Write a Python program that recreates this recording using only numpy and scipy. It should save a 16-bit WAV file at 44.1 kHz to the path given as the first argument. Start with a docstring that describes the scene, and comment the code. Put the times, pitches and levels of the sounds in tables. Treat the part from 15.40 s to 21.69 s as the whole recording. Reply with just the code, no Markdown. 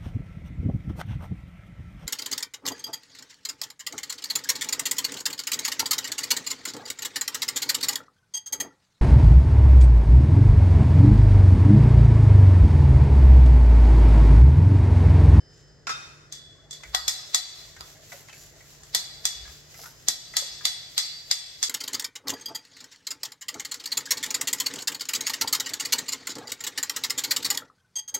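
"""At a kitchen table, a cup is set down in a china dish, then batter is whisked in a steel bowl.
The wires swish and squelch through the batter, scrape the steel and click on the wall of the bowl,
which rings. An appliance hums in the room. The close stereo microphone has a limiter, which turns
the sound down for a moment on every hard click."""
import sys
import numpy as np
from scipy import signal
from scipy.fft import rfft, irfft, next_fast_len
from scipy.io import wavfile
from scipy.ndimage import uniform_filter1d

SR = 44100
rng = np.random.default_rng(int(sys.argv[2]) if len(sys.argv) > 2 else 0)


def file_out(sig):
    """Save sig as 16-bit WAV at sys.argv[1]."""
    # one column per channel
    cols = np.atleast_2d(sig).T
    # limit, then scale
    lim = np.clip(cols, -1, 1)
    pcm = np.round(lim * 32767).astype(np.int16)
    wavfile.write(sys.argv[1], SR, pcm)


N = 277279
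TIME = np.arange(N) / SR
AGE = TIME[:SR]   # the second after a hit
HAND_ON_RIM_S = 1.6   # from here on a hand holds the bowl

# whisk hits on the bowl: t/s, level/dB, hardness/dB (negative = cushioned by batter),
# knock on the table/dB, hollow tone/dB, most excited f/Hz
WHISK_HITS = [ (0.9239, -22.5, 0.5, -4, 4.5, 3400), (1.3092, -26, 3.5, -11, 1, 3424),
              (1.3294, -25, -6, -1, 2, 3560), (1.5477, -3.5, -8, 5, 13.5, 4300),
              (1.6799, -3.5, -1, 5.5, 2.5, 5080), (1.9462, -0.5, -2, 0, 4.5, 7000),
              (2.4078, -19, -14, 8, 17.5, 1280), (3.434, -39, 3.5, 8, 18, 4420),
              (3.548, -2.5, -3, 8.5, 4, 4320), (3.8533, -5.5, -1, 3.5, 3, 5850),
              (4.6844, -3.5, 0, 10.5, 3, 5800), (4.9674, -2.5, -2, 5, 1, 6760),
              (5.253, -2.5, -5.5, 1, 1, 4020), (5.5788, -1, -5.5, -1.5, -0.5, 4100),
              (5.9123, -2.5, -4.5, -2, 0, 4880), (6.2282, -8.5, 1.5, -3, 5.5, 5170),
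              (6.2355, -10.5, -0.5, -6, -7, 4570)]
# the bowl's modes, the notes it rings at: f/Hz, level/dB
BOWL_MODES = [(744, -2), (1254, -7), (1930, -5), (3405, -5), (3443, -1), (3535, -3), (3960, -3), (4046, 2),
              (4390, -4), (4668, 1), (5170, -1), (5565, -3), (5990, 0), (6467, -4), (6850, -6), (7112, -5),
              (7314, -1), (7755, -3), (8356, 0)]
# tone of wires sliding on wet steel: f/Hz, level/dB
SWISH_SPECTRUM = [(1500, -5.5), (2500, -2), (7300, 4), (9100, -14), (11800, -3), (14500, -10)]


def whisk_clicks(crack_db=-3, clang_db=-18, tail_db=-29.5, graze_db=-27, lead_s=.00045):
    """A wire grazes the bowl and hits it: a sharp crack, a short clang, then ringing and room echo."""
    # tone of the hit itself: f/Hz, level/dB
    click_spectrum = [(130, -46), (200, -42), (950, -18), (1590, -16), (1910, -7), (2600, -17), (3490, -7),
                      (7270, -0.5), (8580, -8.5), (9400, -17.5), (12400, -12.5), (16000, -33.5)]
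    # the bowl's many faint modes, heard through the room: f/Hz, level/dB
    tail_spectrum = [(200, -32), (700, -9.5), (1400, -10), (1950, 0), (2400, -5), (3050, -3.5), (3450, 0.5),
                     (4600, 5.5), (8400, -6), (9300, -65), (11500, -9), (15500, -56)]
    hits, rings = np.zeros((2, 2, N))
    for s, db, hard, knock, hollow, excited_hz in WHISK_HITS:
        sustain = from_db(min(hard + 6, 0))   # batter cuts a soft hit short
        thud, sizzle = 2.95 * knock, .37 * (hard + knock)
        tint = [(200, thud), (450, knock), (1100, hollow), (1400, hollow), (2000, 0), (4600, 0),
                (6200, hard), (8300, hard), (10000, sizzle)]
        crack = stereo_noise(SR, alike=.15)
        crack[1] = np.roll(crack[1], int(lead_s * SR))   # the left microphone is nearer
        crack *= from_db(crack_db) * decay(.014 * sustain) / sustain * (1 - decay(.003))
        clang = sustain * from_db(clang_db) * stereo_noise(SR, alike=.15) * decay(.26)
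        tail = sustain * from_db(tail_db) * stereo_noise(SR, alike=.21) * decay(.88) * (1 - decay(.032))
        faint_modes = resonances([], peak_db=0, width_hz=1, ripple_db=5)
        excited = resonances([(excited_hz, 0)], peak_db=5, width_hz=230, ripple_db=-1.5)
        click = shape_tone(crack + clang, click_spectrum, tint, excited)
        echo = shape_tone(tail, tail_spectrum, tint, faint_modes)
        add(hits, s, from_db(db) * (click + echo))
        graze = (stereo_noise(SR, alike=.32) * decay(.044))[:, SR // 20::-1]   # swells into the hit
        add(hits, s - 1 / 20, from_db(db + graze_db) * shape_tone(graze, tail_spectrum, tint))
        add(rings, s, bowl_ring(s, db, hard, hollow, excited_hz))
    wall = resonances(BOWL_MODES, peak_db=9, width_hz=90, ripple_db=4)
    return shape_tone(hits, wall) + rings


def bowl_ring(s, db, hard, hollow, excited_hz, ring_db=-33, main_hz=3450, choke_db=-5.5):
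    """The steel rings after one hit; a hand on the rim shortens the ring and chokes its low notes."""
    # ring time, shorter for the low modes that batter damps: f/Hz, time to fade 60 dB/s
    ring_times = [(750, 0.26), (3450, 0.53), (8400, 0.55)]
    lightness = max(-2 - db, 0)   # a hit under -2 dB is a light touch
    if s < HAND_ON_RIM_S:
        low_modes = [(750, hollow / 3), (1300, hollow), (1900, 0)]
        stretch, split_hz, touch_db = 1.76, 2, .33 * lightness
    else:   # the hand and the moving batter also blur each note
        low_modes = [(750, choke_db), (1300, choke_db), (1900, choke_db / 2)]
        stretch, split_hz, touch_db = 1, 13, 0
    balance = low_modes + [(main_hz, 0), (8400, -6)]
    favoured_hz = min(BOWL_MODES, key=lambda mode: abs(mode[0] - excited_hz))[0]
    modes = []
    for hz, level in BOWL_MODES:
        level += at_hz(balance, hz) + 4.5 * (hz == favoured_hz)   # the spot hit favours one mode
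        level -= 2.5 * lightness * abs(np.log2(hz / main_hz))   # a light touch rings mostly the main note
        modes.append((hz, level, at_hz(ring_times, hz) * stretch))
    gain = from_db(db + ring_db + touch_db + .58 * hard)
    return gain * ringing(modes, spread_db=2.5, split_hz=split_hz, count=3)


def whisk_turns(turn_s=.28, strong_db=-11):
    """Counts turns of the whisk: each strong hit ends one, and even turns fill the time between."""
    ends = np.array([s for s, db, *_ in WHISK_HITS if db > strong_db])
    between = np.maximum(np.round(np.diff(ends) / turn_s), 1)
    return np.interp(TIME, ends, np.r_[0, np.cumsum(between)])


def stirring(swish_db=-1.2, churn_db=-1.5, opening_treble_cut_db=-14, sweep_db=4.5, sweep_bright_db=4):
    """Wires swish over wet steel, louder and brighter on each sweep, and churn up gurgling bubbles."""
    # strength of the stirring: t/s, swish level/dB, churn level/dB
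    stir_levels = [(0.0, -64, -76), (1.35, -63.5, -61), (1.73, -51, -57), (2.35, -52, -60),
                   (6.29, -54.5, -66.5)]
    # how much the swish pulses: t/s, depth (0 to 1)
    sweep_depth = [(1.2, 0), (1.5, 0.46)]
    # tone of the churning batter: f/Hz, level/dB
    churn_spectrum = [(300, -25), (652, 20), (840, -12), (1340, 1), (2020, 10.5), (3200, -41)]
    swish_level, churn_level = in_time(stir_levels)
    depth, = in_time(sweep_depth)
    sweep = depth * np.cos(2 * np.pi * whisk_turns())
    swish = shape_tone(stereo_noise(N, alike=0) + .35 * ticks(per_s=220), SWISH_SPECTRUM)
    dull = signal.sosfiltfilt(signal.butter(8, 8500, fs=SR, output="sos"), swish)
    opening = 1 - 2 * depth   # the hiss lacks top treble in the quiet opening
    swish = dull + (swish - dull) * from_db(opening_treble_cut_db * opening + sweep_bright_db * sweep)
    churn = shape_tone(.7 * stereo_noise(N, alike=.2) + .4 * ticks(per_s=110), churn_spectrum)
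    churn = churn + .45 * gurgle()
    swish *= from_db(swish_db + swish_level + sweep_db * sweep + 2 * drift(25))
    churn *= from_db(churn_db + churn_level + 2 * drift(15))
    return swish + churn


def gurgle(per_s=70, low_hz=560, high_hz=2200, spread_db=14):
    """Small bubbles of uneven pitch and size pop at random moments."""
    out = np.zeros((2, N))
    for when, pitch, size, *phases in rng.random((int(per_s * N / SR), 5)):
        hz = low_hz * (high_hz / low_hz) ** pitch
        add(out, when * N / SR, from_db(spread_db * size) * bubble(hz, phases))
    return out / np.std(out)


def squelches(smack_db=-5, bubble_db=-9, room_db=-18, scatter_s=.02):
    """An air pocket in the batter tears open with a wet smack and breaks into four bubbles."""
    # bursting air pockets: t/s, level/dB, f/Hz
    pockets = [(1.434, -29.5, 2026), (2.364, -35.5, 1860), (2.719, -30.5, 2014), (2.726, -30, 698),
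               (2.884, -35.5, 2040), (2.894, -35.5, 2610), (2.928, -34, 2580), (3.161, -41.5, 644),
               (3.205, -40, 1945), (4.051, -37.5, 1645), (4.076, -38, 1650), (4.342, -36.5, 2030),
               (4.39, -35, 655), (4.434, -34.5, 1323), (4.456, -31.5, 1427), (4.937, -28.5, 1950),
               (5.021, -29.5, 542), (5.208, -34.5, 1635)]
    smack_spectrum = [(350, -13), (650, 10), (2100, 8), (3000, 2.5), (7000, 8), (15000, -28)]
    out = np.zeros((2, N))
    for s, db, hz in pockets:
        smack = stereo_noise(SR, alike=.4) * decay(.05) * (1 - decay(.007))
        smack += from_db(room_db) * stereo_noise(SR, alike=.34) * decay(.77)
        pocket_peak = [(hz / 2, -4), (hz, 4), (hz * 2, -4)]
        add(out, s, from_db(db + smack_db) * shape_tone(smack, smack_spectrum, pocket_peak))
        for k, (late, octaves, *phases) in enumerate(rng.random((4, 4))):
            pitch = hz * 2 ** (octaves - .7) if k else hz
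            start = s + scatter_s * late if k else s
            add(out, start, from_db(db + bubble_db - 4 * k) * bubble(pitch, phases))
    return out


def bubble(hz, phases, ring_s=.07):
    """A bubble rings briefly, rising a little in pitch, and lingers in the room."""
    age = AGE[:SR // 6]
    tone = np.sin(2 * np.pi * hz * age * (1 + .3 * age) + 2 * np.c_[phases])
    return tone * (decay(ring_s, age) + .1 * decay(.3, age)) * (1 - decay(.015, age))


def cup_on_dish(knock_db=-4, room_db=-15, ring_db=-14):
    """The cup lands and rocks once against the dish; the brighter knock brings out the higher notes."""
    # the two knocks: t/s, level/dB, brightness/(dB per octave)
    knocks = [(0.4695, -22.5, -0.68), (0.4933, -24, 0.31)]
    # tone of a knock on china: f/Hz, level/dB
    knock_spectrum = [(170, -9), (500, -8.5), (1330, 2), (2200, -2.5), (3000, -9.5), (5200, -4),
                      (7500, -11), (9300, -22.5), (15000, -33)]
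    # notes the china rings at: f/Hz, level/dB, time to fade 60 dB/s
    china_modes = [(1306, 5.5, 0.18), (1394, -10.5, 0.82), (2514, -11, 0.77), (2670, -16, 0.74),
                   (3652, -5.5, 0.68), (5060, -1, 0.18), (5630, -15.5, 0.43)]
    out = np.zeros((2, N))
    for s, db, bright in knocks:
        fade = from_db(knock_db) * decay(.088) + from_db(room_db) * decay(.92)
        burst = stereo_noise(SR, alike=.066) * fade
        tilt = [(500, -2 * bright), (8000, 2 * bright)]
        china = resonances([(hz, 0) for hz, *_ in china_modes], peak_db=5, width_hz=130, ripple_db=8)
        knock = shape_tone(burst, knock_spectrum, tilt, china)
        modes = [(hz, level + 2 * at_hz(tilt, hz), t60) for hz, level, t60 in china_modes]
        ring = from_db(ring_db) * ringing(modes, spread_db=3.5, split_hz=5.87)
        add(out, s, from_db(db) * (knock + ring))
    return out


def scrapes(half_length_s=.057, treble_db=4, opening_treble_db=-14):
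    """A wire sticks and slips along the wall in a crackling swell, squeaking at new pitches each time."""
    # drags along the wet steel: middle t/s, level/dB
    drags = [(0.18, -62.5), (2.5, -63), (2.761, -55), (3.008, -52), (4.432, -47.5)]
    out = np.zeros((2, N))
    swell = np.exp(-.5 * ((AGE - .5) / half_length_s) ** 2)
    for s, db in drags:
        slips = (stereo_noise(SR, alike=0) + 1.5 * ticks(per_s=500)[:, :SR]) / 1.8
        pitches = [(hz, 0) for hz in rng.uniform(4500, 12500, 5)]
        squeaks = resonances(pitches, peak_db=9, width_hz=300, ripple_db=4)
        tint = [(8000, 0), (10500, treble_db if s > HAND_ON_RIM_S else opening_treble_db)]
        scrape = from_db(db) * swell * shape_tone(slips, SWISH_SPECTRUM, tint, squeaks)
        before_start = int(max(.5 - s, 0) * SR)
        add(out, max(s - .5, 0), scrape[:, before_start:])
    return out


def singing_wires(level_db=-1, waver_db=2):
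    """The thin wires keep singing faintly as the whisk moves."""
    # notes of the wires: f/Hz, level/dB
    notes = [(3042, -75), (4893, -69), (5206, -67)]
    # how strongly they vibrate: t/s, level/dB
    vibration = [(0, 6.5), (.45, -2), (3.2, -30), (4.4, 6), (6.29, -26)]
    swing_db, = in_time(vibration)
    tones = np.zeros((2, N))
    for hz, db in notes:
        strength = from_db(db + waver_db * drift(30))
        tones += strength * np.sin(2 * np.pi * (hz * TIME + rng.random((2, 1)) / 3))
    return np.sqrt(2) * from_db(level_db + swing_db) * tones


def table_rumble():
    """The bowl rumbles as it shifts on the table."""
    # shifts of the bowl: middle t/s, half length/s, level/dB
    shifts = [(1.583, 0.102, -49.5), (2.407, 0.02, -43.5), (4.047, 0.063, -47)]
    # tone of the rumble: f/Hz, level/dB
    rumble_spectrum = [(30, -23), (58, 7.5), (80, -4), (250, -47)]
    swells = sum(from_db(db) * np.exp(-.5 * ((TIME - s) / half) ** 2) for s, half, db in shifts)
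    return swells * shape_tone(stereo_noise(N, alike=1), rumble_spectrum)


def room_hum():
    """An appliance hums and wavers over the low rush of the room's air."""
    # level of the hum and air, which sinks as the recorder turns its gain down: t/s, level/dB
    background_levels = [(0, -55.5), (1.2, -57.5), (5.0, -57.5), (6.29, -62.5)]
    # tone of the air: f/Hz, level/dB
    air_spectrum = [(25, -22), (48, 14), (70, 7.5), (110, 11.5), (220, -2), (430, 2.5), (1000, -15.5),
                    (1900, -6.5), (3000, -54)]
    # appliance hum: f/Hz, level/dB compared with the air
    hum_notes = [(147, -5.5)]
    level, = in_time(background_levels)
    hum = np.zeros(N)
    for hz, db in hum_notes:
        strength = np.sqrt(2) * from_db(db + 2 * drift(4.5))
        hum += strength * np.sin(2 * np.pi * hz * TIME + .5 * drift(42))
    air = shape_tone(stereo_noise(N, alike=.73), air_spectrum)
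    return from_db(level) * (air + hum)


def ringing(modes, spread_db, split_hz, count=2, flutter=.5, flutter_per_s=60):
    """Each mode (f/Hz, level/dB, fade/s) is a few close tones that beat and flutter in the room."""
    out = np.zeros((2, SR))
    for hz, db, t60 in modes:
        wobble = np.interp(AGE * flutter_per_s, np.arange(flutter_per_s),
                           rng.standard_normal(flutter_per_s))
        strength = from_db(db + spread_db * rng.standard_normal()) * np.sqrt(2 / count)
        close_hz = hz + rng.normal(0, split_hz, (count, 1, 1))
        phases = rng.random((count, 2, 1), np.float32)
        tones = np.sin(2 * np.pi * (close_hz * AGE + phases)).sum(0)
        out += tones * strength * decay(t60) * (1 + flutter * wobble)
    return out


def resonances(modes, peak_db, width_hz, ripple_db):
    """A tone curve (f/Hz, level/dB): a peak at each clear mode, and a ripple for countless weak ones."""
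    hz = np.arange(100, 16000, 12.)
    peaks = sum(from_db(db) / (1 + (2 * (hz - mode_hz) / width_hz) ** 2) for mode_hz, db in modes)
    ripple = uniform_filter1d(rng.standard_normal(len(hz)), size=3) * np.clip(hz / 3000, 0, 1)
    return np.transpose([hz, peak_db * np.minimum(peaks, 1) + ripple_db * ripple])


def shape_tone(x, spectrum, tint=None, body=None):
    """Filters x by three tone curves: spectrum and body keep white noise's power, tint adds its dB."""
    # a curve that changes nothing: f/Hz, level/dB
    flat = [(1000, 0)]
    size = 2 * next_fast_len(x.shape[-1] // 2 + 2048, True)
    hz = np.arange(size // 2 + 1) * SR / size
    shape, ripple, extra = [at_hz(flat if curve is None else curve, hz) * np.log(10) / 20
                            for curve in (spectrum, body, tint)]
    power = np.mean(np.exp(2 * shape)) * np.mean(np.exp(2 * ripple))
    # minimum phase: the filter rings after a hit, never before it
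    cepstrum = irfft(shape + ripple + extra - np.log(power) / 2)
    cepstrum[1:size // 2] *= 2
    cepstrum[size // 2 + 1:] = 0
    return irfft(rfft(x, size) * np.exp(rfft(cepstrum)))[..., :x.shape[-1]]


def ticks(per_s, spread_db=5):
    """Tiny random ticks of uneven size, with an average power of 1."""
    moments = rng.random(N) < per_s / SR
    sizes = from_db(spread_db * np.minimum(rng.exponential(1, N), 2))
    pops = moments * sizes * rng.choice([-1, 1], N) * (.5 + rng.random((2, N)))
    return pops / np.sqrt(np.mean(pops ** 2) + 1e-20)


def stereo_noise(size, alike):
    """White noise; alike (0 to 1) is the part that left and right share."""
    shared = np.sqrt(alike) * rng.standard_normal(size)
    return shared + np.sqrt(1 - alike) * rng.standard_normal((2, size))


def drift(per_s):
    """Wanders at random, by about 1 either way."""
    return np.interp(TIME * per_s, np.arange(4096), rng.standard_normal(4096))


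def decay(t60, age=AGE):
    """Fades 60 dB in t60 seconds."""
    return np.exp(-np.minimum(np.log(1000) * age / t60, 40))


def from_db(db):
    """Turns decibels into a gain."""
    return 10 ** (np.asarray(db) / 20)


def in_time(rows):
    """Reads each column of a time table at every sample."""
    s, *columns = np.transpose(rows)
    return [np.interp(TIME, s, column) for column in columns]


def at_hz(points, hz):
    """Reads a curve at hz, with octaves evenly spaced."""
    known_hz, values = np.transpose(points)
    return np.interp(np.log(hz + 1), np.log(known_hz), values)


def add(out, s, sound):
    """Mixes a sound in at s seconds."""
    at = int(np.clip(s * SR, 0, N - 1))
    out[:, at:at + sound.shape[1]] += sound[:, :N - at]


def scene():
    """All the sounds together, with the clicks and the cup slightly to the left."""
    hits = (whisk_clicks() + cup_on_dish()) * from_db([[.4], [-.4]])
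    return hits + squelches() + scrapes() + stirring() + singing_wires() + room_hum() + table_rumble()


def record(dry, limit_db=-18, release_db_per_s=35, attack_s=.021, cutoff_hz=15800):
    """A limiter turns loud moments down fast and recovers slowly; peaks are rounded, top treble cut."""
    power = uniform_filter1d(np.mean(dry ** 2, axis=0), size=88)
    level_db = 10 * np.log10(np.maximum(power, 1e-12))
    recovery = release_db_per_s * TIME
    cut_db = np.maximum.accumulate(np.maximum(level_db - limit_db, 0) + recovery) - recovery
    hold = np.exp(-1 / (attack_s * SR))
    limited = dry * from_db(-signal.lfilter([1 - hold], [1, -hold], cut_db))
    lowpass = signal.ellip(10, .2, 80, cutoff_hz, fs=SR, output="sos")
    return signal.sosfilt(lowpass, np.tanh(limited))


dry = scene()
out = record(dry)
file_out(out)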